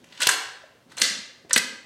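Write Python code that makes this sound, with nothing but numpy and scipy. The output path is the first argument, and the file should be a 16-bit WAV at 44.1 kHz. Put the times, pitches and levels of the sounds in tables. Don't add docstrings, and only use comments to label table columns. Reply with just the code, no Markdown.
import sys
import numpy as np
from scipy import signal
from scipy.fft import rfft, irfft
from scipy.io import wavfile
from scipy.ndimage import uniform_filter1d

SR = 44100
rng = np.random.default_rng(int(sys.argv[2]) if len(sys.argv) > 2 else 0)


def unload_wav(signal):
    wavfile.write(
        sys.argv[1],
        SR,
        np.round(np.clip(np.atleast_2d(signal).T, -1, 1) * 32767).astype(np.int16),
    )


N = 81585


def undb(db):
    return 10 ** (np.asarray(db) / 20)


def colour(x, hz, db):
    f = np.fft.rfftfreq(len(x), 1 / SR) + 1
    gain = undb(np.interp(np.log(f), np.log(hz), db))
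    return irfft(rfft(x) * gain, len(x))


def resonate(x, hz, width_hz):
    return signal.lfilter(*signal.iirpeak(hz, hz / width_hz, fs=SR), x)


def add(out, sound, at_s):
    i = int(at_s * SR)
    out[i:i + len(sound)] += sound[:len(out) - i]


def clacks():
    band_hz = (300, 600, 1000, 1700, 2800, 4300, 6200, 8500, 12000, 16000)
    # (time [s], level at 300, 600, 1000, 1700, 2800, 4300, 6200, 8500, 12000 Hz [dB],
    # chatter decay time [ms], room send [dB])
    blows = [(0.042, -54, -35, -44, -39, -34.5, -47, -42, -47, -52, 2.13, 0.5),
             (0.1235, -56, -39, -48, -44.0, -35, -34, -51.0, -52, -64, 4.3, -2),
             (0.1755, -58, -50, -51, -40, -27, -31.5, -39.5, -41, -71.0, 2.7, -4),
             (0.2035, -40, -59, -19, -12, -50, -37, -25, -18, -40.0, 3, 4.5),
             (0.2172, -56, -36, -26, -16, -15.5, -17.5, -22, -12.5, -27, 4.6, -15.5),
             (0.2218, -26, -16, -52, -26, -6.5, -11, -29.5, -14, -47, 3.6, -0.5),
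             (0.2295, -25, -29.5, -31, -29, -15, -7, -12.5, -16.5, -24, 3.5, -3),
             (0.2378, -70, -3.5, -31, -10, -39, -37, -26, -32, -46, 1.65, -6),
             (0.2455, -51, -40.5, -46, -33, -24.5, -38, -32, -39.0, -47.0, 2.4, -21.5),
             (0.2672, -13.5, -18, -7.5, -39, -25.5, -11.5, -22, -33, -36.0, 3.07, 5),
             (0.2703, -22, -5, -16, -11, -0.5, 0, -3, -5.5, -8.5, 2.27, -1.5),
             (0.2897, -57, -38.5, -10.5, 2.5, -22, -16, -10, -3, -26.5, 4.2, -4.5),
             (0.64, -62.5, -23, -45.5, -44, -51.5, -54, -61.5, -65, -79.0, 2.14, -6),
             (0.739, -53.5, -55.5, -48.5, -55.0, -66, -71, -68.5, -67, -81.5, 1.2, -1.0),
             (0.765, -56.5, -51, -62, -57, -63.0, -63.5, -67.5, -66, -71.5, 2.7, 4),
             (0.897, -49, -57.5, -53, -47, -53.5, -62, -60.5, -62, -80, 3.2, -5.5),
             (0.918, -52, -45, -35, -34, -45.5, -37.5, -49.5, -43, -56.5, 4.1, -2.5),
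             (0.9695, -54, -43.5, -30, -50.5, -25, -51, -28, -27, -42, 2.3, 7.5),
             (0.9765, -41, -23, -28, -24.0, -19, -31, -31, -29, -60.0, 1.6, 4),
             (0.982, -40, -29, -57, -47, -30, -33.5, -19, -22.5, -39, 2.3, -8.5),
             (0.999, -34, -23, -39, -25, -31, -44.5, -65.5, -19, -31, 3.2, 3),
             (1.0118, -13.5, -42.5, -56, -38, -46.5, -5.5, -43.5, -9.5, -32, 2.4, 4),
             (1.0172, -18, -19.5, -20, -5.5, -6.5, 0.5, -2, -6.5, -19.5, 2.84, 0.5),
             (1.032, -30, -28, -44, -43, -17.5, -39, -38, -25, -42, 2.6, -12),
             (1.041, -41, -32, -33, -35, -50, -9, -29, -30, -39, 2.1, 5.5),
             (1.495, -33, -32, -62, -41, -33, -41.0, -42, -35, -49, 4.5, -19),
             (1.448, -29, -34, -47, -65, -65, -66.0, -69.5, -66.5, -81, 4.9, 2),
             (1.5082, -36, -45.5, -16.5, -14, -20, -18, -30.5, -36, -51, 3.4, -1.5),
             (1.5312, -53, -56.5, -32.5, -23.5, -23, -11, -0.5, 4.5, -15.5, 1.93, -9.5),
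             (1.5385, -56, -47, -15, -39, -18.5, -6, -11, -12, -37.0, 2.3, 4.5),
             (1.5612, -10.5, -11, -13, -1.0, -2, -4, -36, -11, -15, 3.56, -7),
             (1.5762, -34, -19, -21, -7.5, -15, -5, -12, -8, -18, 4.7, -31)]
    rise_ms, stop_power = 0.29, 0.94
    reswell_ms, reswell_db = 2.4, -7
    top_drop_db = -16.5
    t, lead = np.arange(2048) / SR, 256
    hits = np.zeros((2, N))
    noises = rng.standard_normal((len(blows), len(t)))
    for (s, *bands, decay_ms, send_db), noise in zip(blows, noises):
        decay = np.exp(-(t * 1000 / decay_ms) ** stop_power)
        shape = decay * (1 - np.exp(-t * 1000 / rise_ms))
        shape = shape + undb(reswell_db) * np.roll(shape, int(reswell_ms * SR / 1000))
        burst = rfft(np.roll(noise * shape, lead))
        smooth_power = uniform_filter1d(abs(burst) ** 2, size=25)
        burst = burst * np.sqrt(np.sum(shape ** 2) / smooth_power)
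        blow = colour(irfft(burst), band_hz, np.r_[bands, bands[-1] + top_drop_db])
        add(hits[0], blow, s - lead / SR)
        add(hits[1], blow * undb(send_db), s - lead / SR)
    return hits


def frame(x):
    # (frequency [Hz], width [Hz], relative level [dB])
    modes = [(502, 115, 3), (930, 130, -1.5), (1548, 330, 2), (1968, 91, 7), (2764, 420, -1),
             (3510, 240, -9), (4460, 300, -17), (1905, 103, -5), (7135, 95, -11), (4560, 120, -8.5),
             (6170, 550, -5.5), (7770, 83, 2)]
    ring_db = -3.5
    rings = sum(undb(db) * resonate(x, hz, width) for hz, width, db in modes)
    return x + undb(ring_db) * rings


def thuds():
    # (time [s], level [dB], pitch [Hz])
    contacts = [(.196, -38.5, 273), (0.2672, -33.5, 130), (.267, -31.5, 306.3), (.637, -44.5, 643),
                (.751, -50, 480), (0.862, -45.5, 248), (1.02, -29.5, 224), (1.029, -33.5, 479),
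                (1.07, -37, 254), (1.105, -35, 205), (1.164, -40, 245), (1.187, -36, 229), (1.51, -32, 531),
                (1.562, -22, 226), (1.564, -29, 481), (1.644, -36, 261), (1.704, -39.5, 250),
                (1.728, -39, 242), (1.747, -47, 272)]
    t60_s, rise_s = 0.064, 0.0032
    t, out = np.arange(4096) / SR, np.zeros(N)
    shape = undb(-60 * t / t60_s) * np.minimum(t / rise_s, 1)
    for s, db, hz in contacts:
        add(out, undb(db) * np.sin(2 * np.pi * hz * t) * shape, s)
    return out


def pings():
    # (time [s], starting level [dB], pitch [Hz], t60 [s])
    notes = [(0.983, -30.5, 4164, .12), (.982, -28, 6130, 0.033), (1.0395, -21, 4480, .05),
             (1.509, -20.5, 1820, 0.05), (1.533, -14, 5770, 0.048), (1.5387, -15, 5930, .05)]
    t, out = np.arange(8192) / SR, np.zeros(N)
    for s, db, hz, t60 in notes:
        add(out, undb(db - 60 * t / t60) * np.sin(2 * np.pi * hz * t), s)
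    return out


def scrape():
    # (time [s], level [dB])
    course = [(.08, -67), (.13, -55.5), (0.196, -48.5), (0.212, -28.5), (.26, -49), (.28, -44.5),
              (.86, -88), (0.912, -53.5), (0.961, -67), (0.979, -38), (1.01, -42), (1.03, -65.5),
              (1.485, -90.5), (1.501, -46), (1.53, -65), (1.55, -86)]
    # (frequency [Hz], relative level [dB])
    tint = [(300, -25), (1000, -4), (2000, -8), (4000, -2.5), (8000, -14.5), (14000, -30)]
    grain_db = 4
    grains = rng.standard_normal(N) * undb(grain_db * rng.exponential(size=N))
    x = colour(grains, *np.array(tint).T)
    return x / x.std() * undb(np.interp(np.arange(N) / SR, *np.array(course).T))


def room(x):
    # (frequency [Hz], t60 [s])
    decay_times = [(100, 0.14), (260, 0.73), (700, 0.8), (1840, 0.69), (4850, 0.58), (12800, 0.31)]
    # (frequency [Hz], relative level [dB])
    tint = [(100, -11), (300, -7), (700, -1), (2000, 0), (5000, -.5), (10000, -1), (15000, 2.5)]
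    level_db, delay_s, rise_s = -3, .006, 0.0033
    t, tail = np.arange(SR) / SR, 0
    hz, t60 = np.array(decay_times).T
    for f in 100 * 2 ** np.arange(0, 7.5, .5):
        band = resonate(resonate(rng.standard_normal(SR), f, f / 2), f, f / 2)
        band_t60 = np.interp(np.log(f), np.log(hz), t60)
        tail = tail + band * undb(-60 * t / band_t60)
    tail = colour(tail, *np.array(tint).T) * (1 - np.exp(-t / rise_s))
    tail = tail / np.sqrt(np.sum(tail ** 2))
    response = np.r_[np.zeros(int(delay_s * SR)), tail]
    return undb(level_db) * signal.fftconvolve(x, response)[:N]


def background():
    # (frequency [Hz], relative spectral level [dB])
    hiss_colour = [(18, -39), (30, -4), (118, -5.5), (210, -22.5), (394, -14.5), (702, -19), (937, -19),
                   (8080, -32), (14800, -40.5), (16000, -40)]
    # (frequency [Hz], rms level [dB])
    steady = [(543.7, -71), (1577, -95), (2751, -86), (3171, -85.5), (4156, -86.5), (14992, -91)]
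    # (time [s], level [dB])
    shuffle_course = [(0, -56), (.3, -66), (.5, -71.5), (.85, -66), (.88, -60), (1.05, -53.5), (1.2, -56),
                      (1.26, -71.5), (1.5, -63), (1.6, -44), (1.76, -66), (1.85, -66)]
    hiss_db = -61
    t = np.arange(N) / SR
    hiss = colour(rng.standard_normal(N), *np.array(hiss_colour).T)
    hiss = hiss / hiss.std() * undb(hiss_db)
    low = resonate(resonate(rng.standard_normal(N), 210, 260), 210, 260)
    shuffle = low / low.std() * undb(np.interp(t, *np.array(shuffle_course).T))
    tones = sum(undb(db) * np.sqrt(2) * np.sin(2 * np.pi * hz * t) for hz, db in steady)
    return hiss + shuffle + tones


def scene():
    bounds_s = (0, .86, 1.44, 1.85)
    ping_send_db = -10
    struck = frame(clacks() + scrape())
    near, sent = struck + thuds() + pings() * undb([[0], [ping_send_db]])
    t = np.arange(N) / SR
    echoes = sum(room(sent * (t >= a) * (t < b)) for a, b in zip(bounds_s, bounds_s[1:]))
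    return (near + echoes + background())[None]


def record(dry):
    low_cut_hz, top_hz = 118, 15900
    clip_at = .71
    x = signal.sosfilt(signal.butter(2, low_cut_hz, "high", fs=SR, output="sos"), dry)
    x = x / (1 + (x / clip_at) ** 4) ** .25
    return signal.sosfilt(signal.ellip(10, .2, 80, top_hz, fs=SR, output="sos"), x)


dry = scene()
out = record(dry)
unload_wav(out)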